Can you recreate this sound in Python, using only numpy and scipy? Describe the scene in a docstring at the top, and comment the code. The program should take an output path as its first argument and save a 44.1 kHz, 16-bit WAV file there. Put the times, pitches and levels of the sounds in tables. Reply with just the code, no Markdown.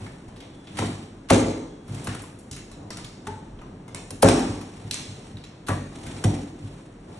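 """In a bare, echoing room, two tight plastic straps are cut off a big cardboard box.
Each strap snaps with a crack and lets the panels spring back, so the hollow box booms.
Then a blade is poked into the taped lid. Knife and loose straps click; hands bump and rub the board.
A phone a few steps away hears much of the room's echo."""
import sys
import numpy as np
from scipy import signal
from scipy.fft import rfft, irfft, next_fast_len
from scipy.io import wavfile
from scipy.ndimage import uniform_filter1d, minimum_filter1d, map_coordinates

SR = 44100
rng = np.random.default_rng(int(sys.argv[2]) if len(sys.argv) > 2 else 0)


def store_pcm(level_fs):
    """Save levels as 16-bit WAV."""
    pcm = np.round(np.clip(level_fs, -1, 1) * 32767).astype(np.int16)
    wavfile.write(sys.argv[1], SR, np.atleast_2d(pcm).T)


N = 317159
T = np.arange(int(1.2 * SR)) / SR  # time within one short sound [s]

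# A fade time, or t60, is how long a sound takes to drop by 60 dB.
# the deep tones of the box: (pitch [Hz], level [dB], fade time [s])
BOX_TONES = [(54.6, -17.5, 0.74), (97, -3.5, 0.48), (107, 2, 0.21), (143.8, -8, 0.66), (186.9, -14, 0.57),
             (244.7, -12, 0.57), (284.4, -18.5, 1)]
# the air inside the box, which starts ringing more slowly: (pitch [Hz], level [dB], fade time [s])
AIR_TONES = [(233.6, 4.5, 0.41), (244.3, 4, 0.64), (295, -11, 0.6), (300.4, -1, 0.77), (328.4, -2, 0.78),
             (412, -6, 0.81), (437, -7.5, 0.53), (535, -9.5, 0.63), (593, -10.5, 0.55)]
# the tone colour of a crack: (frequency [Hz], level [dB])
CRACK_COLOUR = [(500, -15), (1200, 5), (1800, 1), (3200, 1), (6000, 0), (9000, 2.5), (11000, 2),
                (14000, -46)]
# the tone colour of a whipping strap: (frequency [Hz], level [dB])
WHIP_COLOUR = [(1500, -22), (4000, -1.5), (5800, 2), (8800, 2), (10500, -2), (13000, -53.5)]


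def strap_snaps():
    """A strap tears, cracks apart, zips over the edge and whips; the freed panels flap and the box booms."""
    # each snap: (time [s], crack [dB], paper skin [dB], panel [dB], boom [dB], crack tilt [dB/octave],
    # tearing time [s], zip [dB], zip pitch [Hz], panel note [Hz])
    snaps = [(1.303, -9, -10.5, -8.5, -12.5, -3, .016, -19.5, 2800, 533.4),
             (4.2251, -11, -10, -7.5, -10, 2, .005, -21.5, 1560, 425)]
    # tone colours of the board's paper skin and of a flapping panel: (frequency [Hz], level [dB])
    paper_colour = [(300, -29), (560, -13), (750, -0.5), (1150, -9), (1500, -18.5), (2200, -19.5),
                    (5000, -60), (13000, -93)]
    panel_colour = [(30, -25), (70, -21.5), (130, -4), (200, -14.5), (280, -2.5), (360, -5.5), (520, -4),
                    (680, -14), (1500, -53), (13000, -90)]
    # panel tones that only a hard release wakes: (pitch [Hz], level [dB], fade time [s])
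    flap_tones = [(56.1, -17, 1), (71.4, -8, 0.15), (101.9, 1, 0.34), (140, -17.5, 0.51), (175.3, 2, 0.22),
                  (193.5, -5, 0.29), (266.6, -2.5, 0.61), (545, 3, 0.2)]
    out = np.zeros((2, N))
    for s, crack_db, paper_db, panel_db, boom_db, tilt, tear_s, zip_db, zip_hz, note_hz in snaps:
        crack_colour = tilted(CRACK_COLOUR, tilt)
        split = burst(rise=.0012, t60=.032)
        zip_colour = [(zip_hz / 4, -28), (zip_hz / 1.7, -6), (zip_hz, 0), (zip_hz * 1.37, -8),
                      (zip_hz * 3, -22), (13000, -80)]
        note_tones = [(note_hz * .65, -5, .3), (note_hz, 0, .5), (note_hz * 1.5, -6, .3)]
        add(out, s - tear_s, crack_db + 14, strike(tearing(tear_s), crack_colour, room_db=-5))
        add(out, s, crack_db + 22, strike(split, crack_colour, room_db=-10.5))
        add(out, s + .00311, paper_db + 28, strike(burst(.00014, .03), paper_colour, room_db=1.5))
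        add(out, s + .00624, panel_db + 26.5, strike(burst(.00016, .039), panel_colour, room_db=5.5))
        add(out, s + .00533, boom_db + 31.5, ring(flap_tones, rise=.0089, detune=.0081))
        add(out, s + .007, zip_db + 26.5, strike(burst(.0078, .22), zip_colour, room_db=-.5))
        add(out, s + .012, crack_db + 16.5, strike(whipping(), WHIP_COLOUR, room_db=2))
        add(out, s + .00568, panel_db + 24.5, ring(AIR_TONES, rise=.05, detune=.0057))
        add(out, s + .00579, panel_db + 19.5, ring(note_tones, rise=.0098, detune=.0075))
    return out


def tearing(length, growth_db=41):
    """Fibres fail one after another, ever louder, until the strap gives."""
    return rough_noise(step_samples=24) * amp(growth_db * np.minimum(T / length, 1)) * (T < length)


def whipping(slaps_per_s=150, t60=.63):
    """A free strap whips about in a dying run of thin slaps."""
    slaps = (rng.random(len(T)) < slaps_per_s / SR) * rng.uniform(.59, 1, len(T))
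    slaps[0] = .39
    loudness = signal.fftconvolve(slaps * fade(t60), fade(.014))[:len(T)]
    return loudness * rng.standard_normal(len(T))


def strap_landings():
    """A cut strap falls and skitters over the floor."""
    # each landing: (time [s], level [dB])
    landings = [(2.047, -44), (4.914, -24)]
    out = np.zeros((2, N))
    for s, db in landings:
        add(out, s, db + 18, strike(whipping(slaps_per_s=300, t60=.29), WHIP_COLOUR, room_db=2))
    return out


def box_knocks():
    """Blade, hand or strap hits the box: it scrapes, the paper skin crunches, a panel dents, all booms."""
    # each knock: (time [s], crack [dB], paper skin [dB], panel [dB], boom [dB], crack tilt [dB/octave],
    # scrape offset [dB], crunch pitch [Hz], crunch fade time [s])
    knocks = [(0.7872, -20, -25.5, -23.5, -22, -2.5, 0.5, 760, 0.12),
              (0.821, -33, -24, -26, -38, -7, -2, 780, 0.088),
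              (1.411, -36, -46, -20.5, -24.5, 0, -14, 1020, .055),
              (2.0702, -25, -33, -33.5, -25.5, -2.5, -26, 1250, .02),
              (2.147, -31.5, -37.5, -39, -39, -0.5, -18, 1380, .025),
              (3.269, -29, -33.5, -38.5, -31.5, -2.5, -11, 1040, 0.036),
              (4.105, -27.5, -43, -32, -35.5, 3, -25, 1040, .055),
              (4.2849, -11.5, -23, -12.5, -26.5, -2, -1, 1030, .04),
              (4.392, -27, -41, -23.5, -44, -1.5, 0.5, 1020, .055),
              (5.684, -24.5, -19, -21.5, -19, 0, 1.5, 1156, 0.29),
              (6.2393, -20.5, -29, -15.5, -13, 0.5, -29, 1920, .04)]
    # the tone colour of a denting panel: (frequency [Hz], level [dB])
    dent_colour = [(30, -38), (70, -31), (150, -3.5), (270, -1), (380, -9), (550, -16), (830, -13.5),
                   (1500, -62), (13000, -96)]
    out = np.zeros((2, N))
    for s, crack_db, paper_db, panel_db, boom_db, tilt, scrape_db, crunch_hz, crunch_t60 in knocks:
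        paper_colour = [(crunch_hz / 4, -35), (crunch_hz / 2.13, -2), (crunch_hz / 1.2, -4),
                        (crunch_hz, 1), (crunch_hz * 1.1, -5), (crunch_hz * 2, -14),
                        (crunch_hz * 5, -55), (13000, -85)]
        crack_colour = tilted(CRACK_COLOUR, tilt)
        scrape = strike(burst(rise=.0023, t60=.032), crack_colour, room_db=12.5)
        add(out, s - .018, crack_db + scrape_db + 20, scrape)
        add(out, s, crack_db + 22, strike(burst(.0016, .035), crack_colour, room_db=-3.5))
        add(out, s, paper_db + 26, strike(burst(.001, crunch_t60), paper_colour, room_db=-5))
        add(out, s + .002705, panel_db + 27, strike(burst(.0044, .054), dent_colour, room_db=3.5))
        add(out, s + .00832, boom_db + 29, ring(BOX_TONES, rise=.0059, detune=.017))
        add(out, s + .01021, panel_db + 18.5, ring(AIR_TONES, rise=.016, detune=.0123))
    return out


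def strap_twang():
    """The blade plucks a strap that is still tight; the room draws out the note."""
    # the tones of the tight strap: (pitch [Hz], level [dB], fade time [s])
    strap_tones = [(409, 2, 0.33), (430, 0, 0.3), (835, -4, 0.4), (870, -5.5, 0.44), (890, -4, 0.49),
                   (1524, -5, 0.073), (1750, -12, .12)]
    out = np.zeros((2, N))
    note = ring(strap_tones, rise=.0015, detune=.00213)
    echo = signal.fftconvolve(note[None], room_echo(), axes=1)[:, :len(T)]
    add(out, s=3.27, db=0, sound=unit_energy(note + amp(-6) * echo))
    return out


def knife_and_strap_clicks(firm_db=-25, light_db=-40, peak_db=12.5, peak_octaves=.82, ring_t60=.015):
    """Steel and plastic touch and ring briefly: a firm touch is a short click, a light one a scuff."""
    # each click: (time [s], level [dB], pitch [Hz], tilt [dB/octave], ring offset [dB])
    clicks = [(0.062, -34.5, 1660, -4.5, -20), (0.28, -37.5, 7940, -5, 1), (0.361, -42, 3900, 1.5, -6),
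              (0.403, -36.5, 2920, 0.5, -16), (0.671, -36.5, 3480, -2.5, -7), (1.8783, -41.5, 1060, 4, -10),
              (1.92, -38.5, 7460, -3.5, -19), (1.945, -39, 6900, 7, -10), (2.042, -33.5, 8500, 8, -17),
              (2.0725, -27, 1700, -1, -7), (2.219, -37, 8400, 12, 8), (2.235, -38.5, 1000, -1, 1),
              (2.387, -43.5, 7500, 7, -12), (2.512, -28.5, 6500, 2.5, -14), (2.527, -35.5, 3550, 2, -6),
              (2.563, -34.5, 1830, 4.5, -13), (2.713, -37, 8440, -3, -10), (2.904, -27.5, 5540, -0.5, -12),
              (2.907, -32, 1870, -5.5, -5), (2.97, -30.5, 7500, -2, -15), (2.984, -35, 1490, -4.5, -18),
              (3.044, -32.5, 3400, 5, 4), (3.517, -32, 3480, -16, 42), (3.588, -42, 3550, -5, 2),
              (3.613, -37.5, 1090, -2, -26), (3.879, -38.5, 1000, 2, -16), (3.946, -25.5, 8200, -2.5, -52),
              (4.611, -35.5, 1500, 3.5, -23), (4.9105, -18, 3730, 4.5, -11), (4.942, -22.5, 7400, 0, 12),
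              (5.369, -37.5, 3800, -2.5, 7), (5.438, -36, 3860, 0, 0), (6.064, -33, 1800, 4, -15)]
    # the tone colour all clicks share: (frequency [Hz], level [dB])
    click_colour = [(100, 3.5), (400, 3), (1000, 6.5), (3000, 1.5), (5600, -1), (8500, -3), (11300, 0.5),
                    (13500, -51.5)]
    out = np.zeros((2, N))
    hz = np.geomspace(100, 16000, 80)
    for s, db, pitch_hz, tilt, ring_db in clicks:
        lightness = np.clip((firm_db - db) / (firm_db - light_db), 0, 1)
        touch = burst(rise=.001 + .0019 * lightness, t60=.014 + .045 * lightness)
        boost_db = peak_db / (1 + (np.log2(hz / pitch_hz) / peak_octaves) ** 2)  # broad, around the pitch
        colour = tilted(list(zip(hz, value_at(click_colour, hz) + boost_db)), tilt)
        tones = [(pitch_hz * .88, -4, ring_t60), (pitch_hz, 0, ring_t60), (pitch_hz * 1.07, -5, ring_t60)]
        note = amp(ring_db - 12.5) * ring(tones, rise=.001, detune=.018)
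        add(out, s, db + 23.5, strike(unit_energy(touch) + note, colour, room_db=.5))
    return out


def soft_bumps():
    """Soft bumps of hands and feet wake only the deep tones of the box."""
    # each bump: (time [s], level [dB])
    bumps = [(0.01, -28), (1.887, -19.5), (2.509, -26), (4.487, -18.5), (4.844, -25.5), (5.076, -27.5),
             (5.335, -25), (6.073, -23.5), (6.633, -22)]
    out = np.zeros((2, N))
    for s, db in bumps:
        add(out, s, db + 22, ring(BOX_TONES, rise=.0097, detune=.0147))
    return out


def rubbing_and_bending(slips_per_s=220, unsteady_db=4.5):
    """Straps and sleeves drag over the board in tiny slips, and it bends under unsteady hands."""
    # drags over the board, and hands leaning on the lid: (start [s], length [s], level [dB])
    rubs = [(0.02, 0.024, -40), (0.37, 0.37, -55), (0.795, 0.063, -33), (1.94, 0.13, -38.5),
            (2.08, 0.012, -36), (4.46, 0.08, -38.5), (4.74, 0.54, -45.5), (5.96, 0.048, -41.5),
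            (6.06, 0.29, -37.5), (6.62, 0.16, -47.5), (7.12, .07, -47)]
    presses = [(0, 0.55, -45), (1.95, 2.3, -45), (4.75, 2, -52), (7.11, .08, -39)]
    # tone colours of rubbed and of bending board: (frequency [Hz], level [dB])
    rub_colour = [(200, -45.5), (700, 14.5), (1500, 8), (3000, 9), (6000, 3), (9000, 3.5), (11000, -1),
                  (13000, -72)]
    bend_colour = [(50, -16), (100, 4.5), (190, -3), (300, 0), (450, -6), (900, -12), (2000, -37),
                   (5000, -68)]
    slips = (rng.random((2, N)) < slips_per_s / SR) * amp(rng.uniform(-24, 0, (2, N)))
    slip_loudness = signal.fftconvolve(slips, (T * fade(.025))[None], axes=1)[:, :N]
    grains = slip_loudness * rng.standard_normal((2, N))
    crackle = unit_rms(coloured(surrounding(grains), rub_colour))
    rubbing = amp(-8.5) * (crackle + steady_noise(rub_colour))
    rub_gain = hand_moves(rubs)
    press_gain = hand_moves(presses) * amp(unsteady_db * wobble(points_per_s=8.9))
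    bending = amp(-4) * steady_noise(bend_colour)
    # a leaning hand also slips a little, and a rub also bends the board
    slip_gain = np.hypot(rub_gain, amp(-24) * press_gain)
    bend_gain = np.hypot(press_gain, amp(2) * rub_gain)
    return slip_gain * rubbing + bend_gain * bending


def faint_squeaks(waver=.0015):
    """Thin, almost steady tones, barely louder than the quiet room."""
    # each squeak: (start [s], length [s], pitch [Hz], level [dB])
    squeaks = [(0.552, .06, 3420, -64), (1.715, 0.11, 3340, -67)]
    out = np.zeros(N)
    for start, length, hz, db in squeaks:
        pitch_hz = hz * (1 + waver * wobble(points_per_s=65))
        tone = unit_rms(np.sin(2 * np.pi * np.cumsum(pitch_hz) / SR))
        out += amp(db) * swell(start, length) * tone
    return out


def room_echo(build_up_s=.011, echoes_per_s=250):
    """The walls answer with separate echoes and an uneven tail; each frequency fades at its own speed."""
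    # how long the room rings: (frequency [Hz], fade time [s])
    fade_times = [(100, 0.48), (250, 1), (600, 0.77), (2000, 0.71), (7000, 0.8), (10000, 0.52),
                  (13000, 0.49)]
    # what the walls send back: (frequency [Hz], level [dB])
    wall_colour = [(1000, -2.5), (3000, 3), (8000, -1.5), (10000, -1.5), (12000, -12), (14000, -55.5)]
    hz, t, bands = signal.stft(surrounding(rng.standard_normal((2, len(T)))), SR, nperseg=512)
    patches = uniform_filter1d(rng.standard_normal(bands.shape[1:]), 2, axis=0)
    patches = uniform_filter1d(patches, 24, axis=1)
    uneven_db = 2.4 * stereo_share(hz)[:, None] * unit_rms(patches)
    fade_db = -60 * t / value_at(fade_times, hz)[:, None]
    tail = signal.istft(bands * amp(uneven_db + fade_db), SR, nperseg=512)[1][:, :len(T)]
    tail = unit_energy(tail * fade_in(build_up_s))
    arrivals = rng.random(tail.shape) < echoes_per_s / SR
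    echoes = unit_energy(arrivals * rng.uniform(-1, 1, tail.shape) * fade(.35))
    return coloured(tail + amp(-5) * filtered(echoes, stereo_share), wall_colour)


def room_hush():
    """The low, steady noise of the quiet room."""
    # its tone colour: (frequency [Hz], level [dB])
    hush_colour = [(20, -18.5), (31, -21), (42, 5), (60, -21), (80, -6.5), (105, -3.5), (200, -1),
                   (300, -4.5), (635, -14), (2400, -26.5), (5400, -35), (9500, -37), (11500, -78.5)]
    return amp(-45) * steady_noise(hush_colour)


def strike(force, colour, room_db, direct_width=.77):
    """A blow heard straight on, a little earlier on the left, and again from the walls."""
    direct = filtered(force, lambda hz: np.exp(1j * np.outer([1, -1], direct_width * stereo_angle(hz))))
    heard = unit_energy(direct) + amp(room_db) * room_echo()
    # each spot that is hit favours its own handful of frequencies
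    hz = np.geomspace(20, 16000, 110)
    peaks_db = 2.6 * stereo_share(hz) * rng.standard_normal(len(hz))
    return unit_energy(coloured(heard, list(zip(hz, value_at(colour, hz) + peaks_db))))


def ring(tones, rise, detune):
    """Fading tones whose level and pitch vary a little with each blow."""
    chance = rng.standard_normal((len(tones), 3))
    sound = np.zeros(len(T))
    for (hz, db, t60), (louder, higher, phase) in zip(tones, chance):
        wave = np.sin(2 * np.pi * (hz * (1 + detune * higher) * T + phase))
        sound += amp(db + 2 * louder) * fade(t60) * wave
    return unit_energy(sound * fade_in(rise))


def burst(rise, t60):
    """A quick run of tiny breaks; its rise and fade times are in seconds."""
    return rough_noise(step_samples=12) * (1 - np.exp(-T / rise)) * fade(t60)


def rough_noise(step_samples):
    """Noise whose level jumps at random, like breaks of uneven size."""
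    levels_db = np.repeat(rng.uniform(-8, 8, len(T)), step_samples)[:len(T)]
    return amp(levels_db) * rng.standard_normal(len(T))


def steady_noise(colour):
    """Even noise from all around, with the given tone colour."""
    noise = surrounding(rng.standard_normal((2, N)))
    return unit_rms(filtered(noise, lambda hz: amp(value_at(colour, hz))))


def hand_moves(moves):
    """The combined gain of several rubs or presses."""
    return np.sqrt(sum((amp(db) * swell(start, length)) ** 2 for start, length, db in moves))


def swell(start, length, rise_db_per_s=183, fall_db_per_s=74):
    """A gain that rises, holds and dies away."""
    t = np.arange(N) / SR - start
    return amp(-rise_db_per_s * np.maximum(-t, 0) - fall_db_per_s * np.maximum(t - length, 0))


def wobble(points_per_s):
    """A smooth random curve."""
    return map_coordinates(rng.standard_normal(512), [np.arange(N) * points_per_s / SR], mode="wrap")


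def surrounding(pair):
    """Turn two unrelated signals into sound from all around: centred in the bass, wider above."""
    mid, side = filtered(pair, lambda hz: np.array([np.cos(stereo_angle(hz)), np.sin(stereo_angle(hz))]))
    return np.array([mid + side, mid - side])


def stereo_angle(hz):
    """Stereo width as an angle: at 0 left and right match, at a quarter turn they are opposite."""
    # how alike the phone's two microphones hear the room: (frequency [Hz], likeness [1 = same])
    likeness = [(300, 1), (430, 0.81), (560, 0.28), (1100, .28), (1850, 0.44), (2800, -0.14), (3300, 0.014),
                (3850, 0.46), (4400, -0.24), (4850, -1.12), (5400, 1), (6000, 1), (7100, .28), (8500, 1),
                (9600, 0.33), (10800, -0.94), (12000, 0.032)]
    return stereo_share(hz) * np.arccos(np.clip(value_at(likeness, hz), -1, 1)) / 2


def stereo_share(hz):
    """0 for long waves, which reach both microphones alike, 1 for short ones."""
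    return np.clip((hz - 200) / 250, 0, 1)


def tilted(colour, db_per_octave):
    """Brighten or dull a tone colour: a harder break is brighter."""
    return [(hz, db + db_per_octave * np.log2(hz / colour[0][0])) for hz, db in colour]


def coloured(x, colour, size=4096):
    """Give x a tone colour without letting anything sound ahead of the blow."""
    gains = amp(value_at(colour, np.fft.rfftfreq(size, 1 / SR)))
    cepstrum = irfft(np.log(gains))
    # move the filter's early half to after the blow
    cepstrum[1:size // 2] *= 2
    cepstrum[size // 2 + 1:] = 0
    response = irfft(np.exp(rfft(cepstrum)))
    return signal.fftconvolve(x, response[None], axes=1)[:, :x.shape[-1]]


def filtered(x, response):
    """Scale each frequency in x by response(hz)."""
    size = next_fast_len(x.shape[-1] + 8192)
    return irfft(rfft(x, size) * response(np.fft.rfftfreq(size, 1 / SR)), size)[..., :x.shape[-1]]


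def value_at(points, hz):
    """Read between (frequency, value) points on a log frequency scale."""
    frequencies, values = np.transpose(points)
    return np.interp(np.log(hz + 1), np.log(frequencies + 1), values)


def add(track, s, db, sound):
    """Mix a sound into a track at s seconds, with a gain of db decibels."""
    start = max(round(s * SR), 0)
    track[:, start:start + sound.shape[-1]] += amp(db) * sound[..., :N - start]


def fade_in(rise):
    """Climb smoothly from 0 towards 1."""
    return 1 - np.exp(-(T / rise) ** 2)


def fade(t60):
    """Drop by 60 dB every t60 seconds."""
    return amp(-60 * T / t60)


def amp(db):
    """Turn decibels into a gain."""
    return 10 ** (np.asarray(db) / 20)


def unit_rms(x):
    """Scale to an average power of 1."""
    return x / np.sqrt(np.mean(x ** 2) + 1e-20)


def unit_energy(x):
    """Scale to a total energy of 1 per channel, on average."""
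    return unit_rms(x) / np.sqrt(x.shape[-1])


def limited(x, ceiling=.95, smoothing_s=.003):
    """The phone turns itself down for a moment around the highest peaks."""
    size = int(smoothing_s * SR)
    gain = ceiling / np.maximum(np.abs(x).max(axis=0), ceiling)
    return x * uniform_filter1d(minimum_filter1d(gain, 2 * size), size)


def scene():
    """All the work on the box, over the hush of the room."""
    return (strap_snaps() + strap_landings() + box_knocks() + strap_twang() + knife_and_strap_clicks()
            + soft_bumps() + rubbing_and_bending() + room_hush() + faint_squeaks())


def record(dry, top_hz=14900):
    """The phone's two microphones hear the middle range unequally; the highest treble is cut off."""
    # the tone colour both microphones share: (frequency [Hz], level [dB])
    mic_colour = [(20, -1), (38, 1.5), (4100, -2.5)]
    # how much louder the left one is: (frequency [Hz], left minus right [dB])
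    balance = [(430, -0.5), (600, 2), (1150, 3.5), (2000, 0), (3800, -1), (6000, 0)]
    sides = np.array([[.5], [-.5]])
    heard = filtered(
        dry, lambda hz: amp(value_at(mic_colour, hz) + sides * stereo_share(hz) * value_at(balance, hz)))
    return filtered(limited(heard), lambda hz: hz < top_hz)


dry = scene()
out = record(dry)
store_pcm(out)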